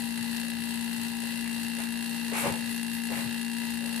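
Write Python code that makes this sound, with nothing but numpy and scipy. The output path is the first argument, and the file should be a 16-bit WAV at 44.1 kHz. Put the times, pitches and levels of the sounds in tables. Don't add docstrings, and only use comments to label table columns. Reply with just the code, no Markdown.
import sys
import numpy as np
from scipy import signal
from scipy.fft import rfft, irfft
from scipy.io import wavfile
from scipy.ndimage import uniform_filter1d

SR = 44100
rng = np.random.default_rng(int(sys.argv[2]) if len(sys.argv) > 2 else 0)


def transcribe(u):
    v = np.clip(np.atleast_2d(u).T, -1, 1)
    q = np.round(v * 32767).astype(np.int16)
    wavfile.write(sys.argv[1], SR, q)


N = 176400
SHAFT_HZ = 58.379


def undb(db):
    return 10 ** (np.asarray(db) / 20)


def unit_rms(x):
    return x / np.sqrt(np.mean(x ** 2))


def pan(side_db):
    return undb(np.array([[.5], [-.5]]) * side_db)


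def drift(rate_hz):
    hold = int(SR / rate_hz)
    steps = np.repeat(rng.standard_normal(N // hold + 1), hold)
    return unit_rms(uniform_filter1d(steps, hold)[:N])


def noise(spectrum, coherent_below_hz=600):
    f = np.arange(N // 2 + 1) * SR / N + 1
    hz, *columns = np.array(spectrum, float).T
    level_db, side_db = (np.interp(np.log(f), np.log(hz), c) for c in columns)
    shared = 1 / (1 + (f / coherent_below_hz) ** 2)
    white = rfft(rng.standard_normal((3, N)))
    ears = np.sqrt(shared) * white[0] + np.sqrt(1 - shared) * white[1:]
    return irfft(ears * unit_rms(undb(level_db)) * pan(side_db), N)


def room(x, wet_db, t60_s=.37):
    t = np.arange(SR // 2) / SR
    tail = rng.standard_normal((2, len(t))) * undb(-60 * t / t60_s) * (t > .003)
    wet = signal.fftconvolve(x, tail / np.sqrt(np.sum(tail[0] ** 2)), axes=1)[:, :N]
    return (x + undb(wet_db) * wet) / np.hypot(1, undb(wet_db))


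def swells(t, events, spectrum):
    power = 0
    for peak_s, rise_s, fall_s, db in events:
        exponent = np.where(t < peak_s, ((t - peak_s) / rise_s) ** 2, (t - peak_s) / fall_s)
        power += (undb(db) * np.exp(-exponent)) ** 2
    return np.sqrt(power) * noise(spectrum)


def bursts(t, knock_times_s, attack_s, decay_s, scatter_db):
    turn = np.maximum(np.searchsorted(knock_times_s, t) - 1, 0)
    age_s = np.abs(t - knock_times_s[turn])
    strength = undb(scatter_db * np.sqrt(3) * rng.uniform(-.92, 1, len(knock_times_s)))
    return unit_rms(strength[turn] * np.minimum(age_s / attack_s, 1) * np.exp(-age_s / decay_s))


def mode(x, hz, width_hz, skirt_hz):
    for band_hz in (width_hz, skirt_hz):
        x = signal.lfilter(*signal.iirpeak(hz, hz / band_hz, fs=SR), x)
    return unit_rms(x)


# (frequency [Hz], relative density [dB], left-right [dB])
FAN_SPECTRUM = [(20, -6, 4), (50, -28, 12), (68, 6, 17), (94, -8.5, 33), (125, 4, 22.5), (175, 0.5, 24.5),
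                (252, 7.5, 14.5), (318, -4, 25), (400, -4.5, 21), (514, 1.5, 5), (692, -1.5, -8),
                (786, 3.5, -5.5), (920, 8.5, -2.5), (1040, -2, 2.5), (1480, 1, 3), (1680, 1.5, 2),
                (2013, 12, 9), (2230, -13, 4), (2600, 8, 9.5), (3350, -0.5, 3.5), (4080, 8, -6.5),
                (4940, 0, -6), (6150, -7, 7), (6740, 1, -1.5), (7180, -11.5, 4), (8050, 0, -17),
                (8520, -2.5, -4.5), (9870, -2.5, 18.5), (11940, -5.5, 4.5), (13600, -0.5, 12),
                (15200, -15.5, -36)]


def fan_whir(level_db=-43, flutter_db=1.16):
    return undb(level_db + flutter_db * drift(12)) * noise(FAN_SPECTRUM)


# (frequency [Hz], level [dB], left-right [dB])
MOTOR_PARTIALS = [(802.6, -62, -2), (877, -64, -7), (934, -72, 1), (962, -63, -2), (993, -66, 2),
                  (3040, -63.5, 0)]


def motor_tones(t, waver_db=3, drift_cycles=.073):
    tones = 0
    for hz, db, side_db in MOTOR_PARTIALS:
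        gain = np.sqrt(2) * undb(db + waver_db * drift(10)) * pan(side_db)
        tones += gain * np.sin(2 * np.pi * (hz * t + drift_cycles * drift(8)))
    return tones


# (harmonic [x shaft rate], level [dB], left-right [dB])
SHAFT_HARMONICS = [(2, -65, 1), (3, -54, 9), (4, -38.5, 16.5), (5, -61.5, 13.5), (6, -67, 11),
                   (7, -64, 7.5), (8, -67.5, -1)]


def shaft_hum(t, wander_turns=.0054, flutter_db=.37):
    turns = SHAFT_HZ * t + wander_turns * drift(5)
    hum = 0
    for harmonic, db, side_db in SHAFT_HARMONICS:
        gain = np.sqrt(2) * undb(db + flutter_db * drift(8.1)) * pan(side_db)
        hum += gain * np.sin(2 * np.pi * (harmonic * turns + rng.random()))
    return hum


# (frequency [Hz], relative level [dB])
METAL_MODES = [(11181, 5), (12064, -8), (12855, 4)]


def metal_chink(t, onset_s=2.931, gain_db=-49, t60_s=.35):
    age_s = np.maximum(t - onset_s, 0)
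    modes = sum(undb(db) * np.sin(2 * np.pi * hz * age_s) for hz, db in METAL_MODES)
    return undb(gain_db - 60 * age_s / t60_s) * modes * pan(side_db=3)


# (peak time [s], rise [s], fall [s], level [dB])
DULL_TICK_AND_DRAGS = [(.18, 0.0032, 0.0069, -38), (1.465, 0.021, 0.035, -44), (1.80, .015, 0.053, -39.5),
                       (2.372, 0.042, 0.09, -31.5), (2.465, 0.053, .04, -35.5), (3.128, 0.02, 0.043, -40),
                       (3.195, 0.053, 0.026, -39.5)]
SAND_EVENTS = [(1.83, .03, .05, -46), (2.41, 0.048, 0.034, -34), (2.70, .015, .05, -45),
               (2.937, .008, 0.03, -42.5), (3.19, 0.068, 0.028, -43.5)]
TREAD_EVENTS = [(.45, .02, 0.065, -53), (1.24, .008, 0.018, -46), (1.795, 0.018, 0.014, -47.5),
                (2.327, 0.0074, 0.028, -36), (2.471, 0.03, .036, -27.5), (3.122, 0.017, 0.023, -37),
                (3.19, 0.036, 0.11, -46), (3.87, 0.068, 0.14, -49)]
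BUMP_EVENTS = [(.21, .01, 0.018, -50), (.605, .01, 0.014, -47), (1.065, 0.047, .04, -53),
               (2.515, 0.068, 0.028, -40.5), (3.14, 0.016, 0.048, -47), (3.275, 0.026, 0.02, -45)]
TICK_EVENTS = [(.365, .0006, .0015, -39), (.3702, .0005, .0012, -29)]
# (frequency [Hz], relative density [dB], left-right [dB])
DULL_TICK_AND_DRAG_SPECTRUM = [(40, -54, 22), (200, -9, 18), (450, 2, 1), (880, 8.5, 1), (1330, 6.5, 2),
                               (2400, 9, 2.5), (3250, 0, -4), (5000, -7, -2), (9100, -3.5, -3),
                               (14000, -31, 7)]
SAND_SPECTRUM = [(300, -43, 0), (2000, -20, -5), (4170, -1, -10), (5900, -4, 2), (7800, 11.5, 1),
                 (11400, 12.5, 9.5), (14600, -2, 15)]
TREAD_SPECTRUM = [(25, -42, 12), (60, -20, 6), (154, -6, 14), (304, -8, 16), (464, 2, 1.5), (505, -5.5, 0),
                  (565, 8, 1), (597, -4, 6), (860, -3.5, -2), (1100, -9, 0), (2000, -21.5, 0),
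                  (5000, -38, -9)]
BUMP_SPECTRUM = [(30, -31, 3), (70.6, -8, 7), (103, 6, 10), (161, 7, 17), (400, -32, 12), (1500, -72, -6)]
TICK_SPECTRUM = [(500, -25, 0), (1400, -9, 0), (2100, 0, 0), (3600, -1, -1), (5800, -2, -2), (8000, -8, 2),
                 (14000, -11, 4)]


def feet(t, grit_db=1, grit_hz=500):
    grit = unit_rms(undb(grit_db * drift(grit_hz)))
    tick_and_drags = swells(t, DULL_TICK_AND_DRAGS, DULL_TICK_AND_DRAG_SPECTRUM)
    sand = swells(t, SAND_EVENTS, SAND_SPECTRUM)
    treads = swells(t, TREAD_EVENTS, TREAD_SPECTRUM)
    bumps = swells(t, BUMP_EVENTS, BUMP_SPECTRUM)
    ticks = swells(t, TICK_EVENTS, TICK_SPECTRUM)
    return room(grit * (tick_and_drags + sand) + treads + bumps + ticks, wet_db=-6)


# (frequency [Hz], relative density [dB], left-right [dB])
RATTLE_SPECTRUM = [(300, -23, 8), (1210, -17, 1), (1760, 1, 16), (2330, -9, -7), (2830, -10.5, -18),
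                   (3500, 0, -12), (4420, 1.5, 19), (5160, -4, -4), (6450, -12, -14), (6860, 3.5, 5),
                   (7240, -11, 9), (8000, 4, 15), (9000, 0.5, 3), (9370, 3.5, 9), (10070, 4, 16.5),
                   (10820, 0.5, 6), (11500, -7.5, -3), (12900, 4, 7), (14200, -30.5, 2)]


def pump_rattle(t, knock_times_s, level_db=-48):
    envelope = bursts(t, knock_times_s, attack_s=.0015, decay_s=.0091, scatter_db=4)
    return undb(level_db) * envelope * noise(RATTLE_SPECTRUM)


# (frequency [Hz], relative density [dB], left-right [dB])
VALVE_SPECTRUM = [(3000, -22, 7), (7000, -6, -14), (8100, -14.5, 6), (8860, -24.5, -1), (9420, 0, -4.5),
                  (10200, 7.5, 6), (11440, -5.5, 0), (14200, -19.5, -8)]


def valve_clicks(t, knock_times_s, level_db=-49.5):
    envelope = bursts(t, knock_times_s, attack_s=.0002, decay_s=.0019, scatter_db=3)
    return undb(level_db) * envelope * noise(VALVE_SPECTRUM)


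# (frequency [Hz], width [Hz], level [dB], left-right [dB])
CASING_MODES = [(804, 53, -63, 6), (885, 40, -65.5, -4), (935, 18, -68.5, -18.5), (996, 33, -79, 14),
                (1518, 20, -74, -1), (1650, 53, -63, 5), (1733, 87, -52, 8), (1863, 82, -56.5, -1),
                (1952, 60, -61, -2), (2750, 83, -58.5, -17), (3206, 74, -61.5, -5),
                (3815, 176, -56.5, -0.5), (4275, 440, -55, -8.5), (5204, 67, -63.5, -6)]
# (time [s], casing gain [dB], ring gain [dB], ring left-right [dB])
PHONE_TURN = [(0, -2, -4, 6), (.35, 3, -6.5, 17), (1.0, 0, -6, 17), (1.5, 1, 0.5, 4), (2.1, 2.5, 1.5, -2.5),
              (3.0, 2, 0.5, -4.5), (4, 2.5, 1.5, 1)]


def casing_knocks(t, knock_times_s, jitter_s=12e-6, scatter_db=.9, ring_base_db=-47):
    timing, strength = rng.standard_normal((len(knock_times_s), 2)).T
    onsets = np.clip((knock_times_s + jitter_s * timing) * SR, 0, N - 1)
    pulses = np.bincount(np.round(onsets).astype(int), undb(scatter_db * strength), N)
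    times_s, *columns = np.array(PHONE_TURN).T
    casing_db, ring_db, ring_side_db = (np.interp(t, times_s, c) for c in columns)
    casing = sum(undb(db) * pan(side_db) * mode(pulses, hz, width_hz, skirt_hz=hz / 5)
                 for hz, width_hz, db, side_db in CASING_MODES)
    ring = mode(pulses, hz=2765, width_hz=22.8, skirt_hz=370)
    delay_s, right_lag_s = 816e-6, 40e-6
    ring = np.array([np.interp(t - delay_s - lag_s, t, ring) for lag_s in (0, right_lag_s)])
    ring *= undb(ring_base_db + ring_db) * pan(ring_side_db)
    return room(casing * undb(casing_db), wet_db=-9) + ring


def scene():
    t = np.arange(N) / SR
    knock_times_s = np.arange(.0036, N / SR, 1 / SHAFT_HZ)
    pump = shaft_hum(t) + motor_tones(t) + casing_knocks(t, knock_times_s)
    pump += pump_rattle(t, knock_times_s) + valve_clicks(t, knock_times_s) + fan_whir()
    return pump + feet(t) + metal_chink(t)


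def record(dry):
    cutoff_hz = 14350
    return signal.sosfilt(signal.ellip(10, .2, 80, cutoff_hz, fs=SR, output="sos"), dry)


dry = scene()
out = record(dry)
transcribe(out)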